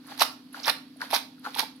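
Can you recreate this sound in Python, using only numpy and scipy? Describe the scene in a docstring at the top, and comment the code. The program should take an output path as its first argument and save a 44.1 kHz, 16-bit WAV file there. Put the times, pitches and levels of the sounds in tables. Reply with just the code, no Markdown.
"""Four wet squelches: marinated prawns tossed in a metal bowl in a small kitchen.
On each toss the heap slides up the wall and peels off with soft plops, then lands with slaps,
squirts of marinade and bursting air pockets. The load damps the bowl, leaving a short echo.
The room rings briefly and a motor hums behind."""
import sys
import numpy as np
from scipy import signal
from scipy.fft import rfft, irfft
from scipy.io import wavfile

SR = 44100
rng = np.random.default_rng(int(sys.argv[2]) if len(sys.argv) > 2 else 0)


def dump_mix(stems):
    """Bounce the given channels to the path in sys.argv[1] as a 16-bit WAV at rate SR."""
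    frames = np.atleast_2d(stems).T  # one column per channel
    limited = np.clip(frames, -1, 1)  # hard clip at full scale
    pcm = np.round(limited * 32767).astype(np.int16)
    wavfile.write(sys.argv[1], SR, pcm)


N = 79380
T = np.arange(N) / SR

# heap lands: full_level_s, hold_s, squelch_db, rise_db_per_s, fall_db_per_s, squish_db
HEAP_LANDINGS = [(0.216, 0.0084, -18.5, 804, 1047, -32), (0.679, 0.022, -26, 596, 1040, -24.5),
                 (1.14, 0.016, -24, 637, 493, -36), (1.594, 0.004, -28, 380, 409, -34.5)]
# single prawns hit the metal: start_s, relative_db
PRAWN_SLAPS = [(0.178, -27.5), (0.1952, -26), (0.208, -10), (0.2182, -9), (0.2221, -8.5), (.2315, -14),
               (0.656, -24), (0.6802, -11.5), (0.697, -8), (1.015, -25), (1.105, -23.5), (1.1102, -20.5),
               (1.1408, -14), (1.163, -10.5), (1.5505, -20.5), (1.586, -28), (1.593, -9), (1.6042, -15)]
# marinade squirts between prawns: full_level_s, centre_hz, level_db, hold_s
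MARINADE_SQUIRTS = [(.195, 5600, -28.5, 0.0024), (.597, 4300, -40, 0.0052), (.632, 5200, -37.5, 0.0085),
                    (.6425, 3750, -31.5, 0.0091), (.658, 5300, -33, 0.0028), (.698, 3870, -18.5, 0.0025),
                    (1.1425, 4040, -29, 0.006), (1.1478, 5360, -20, 0.0018), (1.160, 3600, -28.5, 0.0065),
                    (1.545, 3700, -29.5, 0.0013), (1.595, 3770, -20.5, 0.0024), (1.6045, 3700, -30, 0.0018)]
# trapped air bursts: start_s, pitch_hz, relative_db, t60_s, left_minus_right_db
AIR_POCKETS = [(.083, 1180, -45, 0.04, -3), (.112, 800, -39, 0.015, -17), (.119, 783, -29.5, 0.025, 5),
               (0.2157, 990, -5.5, 0.013, -2.5), (0.2196, 1127, 0.5, 0.0062, 1),
               (0.5445, 1383, -26.5, 0.023, 5), (0.566, 1400, -38, 0.027, 7), (.573, 810, -36.5, .03, -1),
               (.589, 790, -39, 0.018, 7), (.676, 558, -24.5, 0.049, 0), (.6812, 1166, -12.5, .017, 5),
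               (.691, 846, -33, 0.075, 6), (.96, 600, -46.5, 0.026, 4), (1.007, 1360, -30, 0.018, 7),
               (1.0176, 1550, -19.5, 0.016, 6), (1.026, 963, -28, 0.043, 5),
               (1.130, 868, -12.5, 0.015, -1.5), (1.1332, 728, -15.5, 0.025, -1),
               (1.151, 1002, -16, 0.013, -2.5), (1.176, 983, -28.5, 0.023, -7),
               (1.381, 1416, -44.5, 0.018, 7.5), (1.446, 1330, -34, 0.023, 6),
               (1.452, 1460, -25.5, 0.027, 5.5), (1.4621, 1201, -21.5, 0.039, 8),
               (1.4687, 842, -26, 0.065, 1.5), (1.561, 842, -29.5, 0.054, -1),
               (1.5905, 823, -18, 0.016, -1), (1.598, 955, -14.5, 0.011, 4), (1.625, 892, -26.5, 0.029, -3),
               (1.632, 826, -26, 0.042, 1)]
# heap slides up the wall: full_level_s, hold_s, level_db, rise_db_per_s, fall_db_per_s
HEAP_SLIDES = [(0.112, 0.0073, -45, 271, 200), (0.55, 0.061, -46, 750, 153), (1.02, 0.017, -41, 809, 281),
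               (1.448, 0.028, -44, 1087, 242)]
# thin squeak as a lift begins: full_level_s, centre_hz, level_db, hold_s
LIFT_SQUEAKS = [(.068, 10880, -51, 0.0077), (.528, 10900, -50, 0.0078), (.968, 10350, -57, 0.0055),
                (1.394, 11100, -56, 0.0034), (1.76, 10200, -62, 0.0069)]

# bright part of a landing: freq_hz, relative_db
SQUELCH_SPECTRUM = [(40, -34), (150, -29.5), (400, -16), (900, 4.5), (1800, -6), (2400, 0.5), (3100, -4),
                    (3900, 4.5), (5400, -6), (6600, -15.5), (8200, -14.5), (10500, -8.5), (12500, -4.5),
                    (14000, -10.5), (16000, -17.5)]
# low part of a landing: freq_hz, relative_db
SQUISH_SPECTRUM = [(40, -52.5), (150, -18), (330, -9.5), (500, -10.5), (800, 4), (1300, 1), (2000, 1.5),
                   (4000, -14), (12000, -67)]
# prawn striking metal: freq_hz, relative_db
SLAP_SPECTRUM = [(40, -23), (300, -20.5), (800, 1.5), (2000, -0.5), (4000, 0), (5600, 3), (6800, -30.5),
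                 (8500, -8), (11500, -3), (13500, -17), (16000, -20)]
# wet friction: freq_hz, relative_db
SLIDE_SPECTRUM = [(40, -45), (150, -33), (420, -5), (750, 1), (1500, 1), (2500, -5), (4500, 0.5),
                  (6800, -17), (8500, -20), (11500, -9), (14000, -24), (16000, -17)]

# room decay: freq_hz, t60_s
KITCHEN_DECAY = [(300, 0.37), (800, 0.32), (2000, .33), (5000, .32), (14000, 0.25)]
# room tail strength: freq_hz, gain_db
KITCHEN_GAIN = [(100, 2), (400, -6.5), (900, -11.5), (2000, -8.5), (4500, -8), (7000, -5.5), (13000, -7.5)]
# left-right likeness of diffuse sound: freq_hz, correlation
EAR_CORRELATION = [(60, 0.78), (250, 0.86), (600, 0.56), (1200, 0.13), (3000, 0.11), (12000, 0.033)]
# motor hum: pitch_hz, level_db
MOTOR_TONES = [(165.5, -71.5), (247.0, -56), (264.2, -53.5), (295.8, -57), (397, -80), (492, -75)]
# room air: freq_hz, relative_db
AIR_SPECTRUM = [(25, -31), (55, -15.5), (110, 1.5), (200, 8.5), (300, 6.5), (420, -5.5), (800, -42),
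                (2000, -17), (4500, -6.5), (7000, -29), (11500, -18), (16000, -30)]
# colour mismatch of the two microphone ports: freq_hz, left_minus_right_db
MIC_BALANCE = [(280, 0), (600, -1), (1400, -1), (2400, -0.5), (3400, -12), (5200, -10), (6200, -3),
               (7300, 10), (8500, 7), (9900, -17), (11700, -8), (13200, -1), (15200, 5.5)]


def landings(slap_t60_s=0.011, slap_trim_db=-5.5):
    """The falling heap squelches and squirts marinade; single prawns slap the metal."""
    squelch_level = squish_level = slap_level = 0
    for at_s, hold_s, squelch_db, rise, fall, squish_db in HEAP_LANDINGS:
        squelch_level += swell(at_s, hold_s, squelch_db, rise, fall)
        squish_level += swell(at_s, hold_s, squish_db, 1.5 * rise, 2.3 * fall)
    for start_s, db in PRAWN_SLAPS:
        decay_db = 60 * np.abs(T - start_s) / slap_t60_s
        slap_level += (T >= start_s) * from_db(db + slap_trim_db - decay_db)
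    films = stereo_crackle(width=0.68, snaps_per_s=4600, spread_db=10, hiss=0.76)
    squelch = colour(squelch_level * films, SQUELCH_SPECTRUM)
    squish = colour(squish_level * rng.standard_normal(N), SQUISH_SPECTRUM)
    spatter = stereo_crackle(width=0.68, snaps_per_s=12000, spread_db=0, hiss=0.67)
    slaps = colour(slap_level * spatter, SLAP_SPECTRUM)
    squirts = whistles(MARINADE_SQUIRTS, width_hz=1100)
    return placed(squelch + squish + slaps + squirts, pan_db=-1.3)


def air_pockets(attack_s=0.00067, wobble_hz=1305, trim_db=1.5, low_cut_hz=444):
    """Each bursting pocket rings briefly; pitch and level flutter as its soft walls move."""
    pops = np.zeros((2, N))
    for start_s, pitch_hz, db, t60_s, pan_db in AIR_POCKETS:
        age_s = np.maximum(T - start_s, 0)
        hz = pitch_hz * (1 + 0.11 * drift(wobble_hz))
        phase = 2 * np.pi * np.cumsum(hz * (age_s > 0)) / SR
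        attack = 1 - np.exp(-age_s / attack_s)
        decay = from_db(db + trim_db - np.minimum(60 * age_s / t60_s, 200))
        flutter = 1 + 0.37 * drift(wobble_hz)
        pops += placed(attack * decay * flutter * np.sin(phase), pan_db)
    return signal.sosfilt(signal.butter(2, low_cut_hz, "high", fs=SR, output="sos"), pops)


def slides(stir_db=-65):
    """The heap slithers over wet metal and keeps stirring faintly between tosses."""
    level = sum(swell(*row) for row in HEAP_SLIDES) + from_db(stir_db)
    films = stereo_crackle(width=0.56, snaps_per_s=5000, spread_db=4, hiss=0.69)
    return placed(colour(level * films, SLIDE_SPECTRUM), pan_db=3)


def whistles(rows, width_hz):
    """Short rough squirts or squeaks: noise in a resonance, partly evened in level."""
    bursts = 0
    for at_s, centre_hz, db, hold_s in rows:
        pole = np.exp((-np.pi * width_hz + 2j * np.pi * centre_hz) / SR)
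        ring = signal.lfilter([1], np.poly([pole, pole]), rng.standard_normal(N))
        evened = unit_rms(ring.real / np.sqrt(np.abs(ring) + 1e-9))
        bursts += evened * swell(at_s, hold_s, db, rise_db_per_s=39994, fall_db_per_s=7000)
    return bursts


def crackle(snaps_per_s, spread_db, hiss, bands=28, t60_cycles=8.4):
    """Tiny wet films snap at random, each ringing a few cycles, over fine hiss; roughly white."""
    sizes = from_db(spread_db * np.minimum(rng.exponential(1, N), 3)) * rng.choice([-1, 1], N)
    snaps = sizes * (rng.random(N) < snaps_per_s / SR)
    snap_band = rng.integers(0, bands, N)
    rings = 0
    for band, hz in enumerate(np.linspace(np.sqrt(450), np.sqrt(15500), bands) ** 2):
        radius = from_db(-60 * hz / t60_cycles / SR)
        resonator = [1, -2 * radius * np.cos(2 * np.pi * hz / SR), radius ** 2]
        ring = signal.lfilter([1, 0, -1], resonator, snaps * (snap_band == band) + 1e-18)
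        rings += unit_rms(ring) * hz ** 0.25  # power follows band spacing
    return unit_rms(unit_rms(rings) + hiss * rng.standard_normal(N))


def stereo_crackle(width, snaps_per_s, spread_db, hiss):
    """Crackle from all over the heap; width is the side-to-mid ratio."""
    mid, side = (crackle(snaps_per_s, spread_db, hiss) for _ in range(2))
    return unit_rms(mid + width * side * [[1], [-1]])


def bowl_echo(x, t60_s=0.06, gain_db=-15):
    """Sound bounces quickly between the bowl's walls."""
    echo = rng.standard_normal((2, N)) * from_db(-60 * np.minimum(T / t60_s, 2))
    return from_db(gain_db) * signal.fftconvolve(x, unit_rms(echo) / np.sqrt(N), axes=1)[:, :N]


def kitchen_reverb(x, onset_s=0.0061):
    """Dense room reflections die away band by band."""
    noise = rfft(diffuse_noise())
    hz = np.linspace(0, SR / 2, noise.shape[1])
    spectrum = noise * from_db(at_hz(KITCHEN_GAIN, hz))
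    edges_hz = np.geomspace(40, 20000, 14)
    tail = 0
    for low, high in zip(edges_hz, edges_hz[1:]):
        t60_s = at_hz(KITCHEN_DECAY, np.sqrt(low * high))
        fade = from_db(-60 * T / t60_s) * (1 - np.exp(-T / onset_s))
        band = irfft(spectrum * (hz >= low) * (hz < high), N)
        tail += band * unit_rms(fade) / np.sqrt(N)
    return signal.fftconvolve(x.mean(axis=0)[None], tail, axes=1)[:, :N]


def motor_hum():
    """Close motor tones waver and beat against each other."""
    hum = 0
    for hz, db in MOTOR_TONES:
        amplitude = np.sqrt(2) * from_db(db + 0.46 * drift(rate_hz=7.23))
        phase = 2 * np.pi * (hz * T + rng.random()) + 0.9 * drift(rate_hz=8.46)
        hum += amplitude * np.sin(phase)
    return hum


def room_air(level_db=-58):
    """Soft, steady air noise from all sides."""
    return from_db(level_db) * colour(diffuse_noise(), AIR_SPECTRUM)


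def diffuse_noise():
    """Stereo noise, alike in the bass and unrelated in the treble."""
    mid, side = rfft(rng.standard_normal((2, N)))
    alike = at_hz(EAR_CORRELATION, np.linspace(0, SR / 2, len(mid)))
    ears = np.sqrt(1 + alike) * mid + np.sqrt(1 - alike) * side * [[1], [-1]]
    return irfft(ears, N) / np.sqrt(2)


def placed(x, pan_db, max_lag_s=0.00036):
    """Louder and earlier in the nearer ear; positive pan is left."""
    lead_s = np.tanh(pan_db / 10) * max_lag_s * np.array([0.5, -0.5])
    lead_s = np.round(lead_s * SR) / SR
    ears = zip(pan_gains(pan_db), lead_s, np.broadcast_to(x, (2, N)))
    return np.array([gain * np.interp(T + shift_s, T, ear) for gain, shift_s, ear in ears])


def pan_gains(pan_db):
    """Constant-power left and right gains."""
    gains = from_db(np.array([pan_db, -pan_db]) / 2)
    return gains / np.sqrt(np.mean(gains ** 2, axis=0))


def swell(at_s, hold_s, level_db, rise_db_per_s, fall_db_per_s):
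    """Rise to full level at at_s, hold, fall; straight in dB."""
    before_s, after_s = np.maximum(at_s - T, 0), np.maximum(T - at_s - hold_s, 0)
    return from_db(level_db - rise_db_per_s * before_s - fall_db_per_s * after_s)


def drift(rate_hz):
    """Unit Gaussian values joined by straight lines."""
    return np.interp(T * rate_hz, np.arange(N), rng.standard_normal(N))


def colour(x, spectrum):
    """Shape a white signal, keeping its power."""
    return minimum_phase(x, lambda hz: unit_rms(from_db(at_hz(spectrum, hz))))


def minimum_phase(x, gain_at):
    """Causal filter with magnitude gain_at(hz)."""
    cepstrum = irfft(np.log(gain_at(np.linspace(0, SR / 2, N + 1)) + 1e-9))
    cepstrum[1:N] *= 2
    cepstrum[N + 1:] = 0
    return irfft(rfft(x, 2 * N) * np.exp(rfft(cepstrum)))[..., :N]


def at_hz(table, hz):
    """Interpolate on a log-frequency axis."""
    freq_hz, values = np.transpose(table)
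    return np.interp(np.log(np.maximum(hz, 1)), np.log(freq_hz), values)


def from_db(db):
    return 10 ** (np.asarray(db) / 20)


def unit_rms(x):
    return x / np.sqrt(np.mean(x ** 2) + 1e-20)


def scene():
    """Four tosses in the bowl, in the kitchen, over hum and air."""
    prawns = slides() + landings() + air_pockets() + whistles(LIFT_SQUEAKS, width_hz=1400)
    bowl = prawns + bowl_echo(prawns)
    return bowl + kitchen_reverb(bowl) + motor_hum() + room_air()


def record(dry):
    """Each microphone port colours its channel; peaks are rounded, the top is cut."""
    ceiling, stopband_hz = 1.2, 16600
    left = minimum_phase(dry[0], lambda hz: pan_gains(at_hz(MIC_BALANCE, hz))[0])
    right = minimum_phase(dry[1], lambda hz: pan_gains(at_hz(MIC_BALANCE, hz))[1])
    rounded = ceiling * np.tanh(np.array([left, right]) / ceiling)
    return signal.sosfilt(signal.cheby2(18, 70, stopband_hz, fs=SR, output="sos"), rounded)


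dry = scene()
out = record(dry)
dump_mix(out)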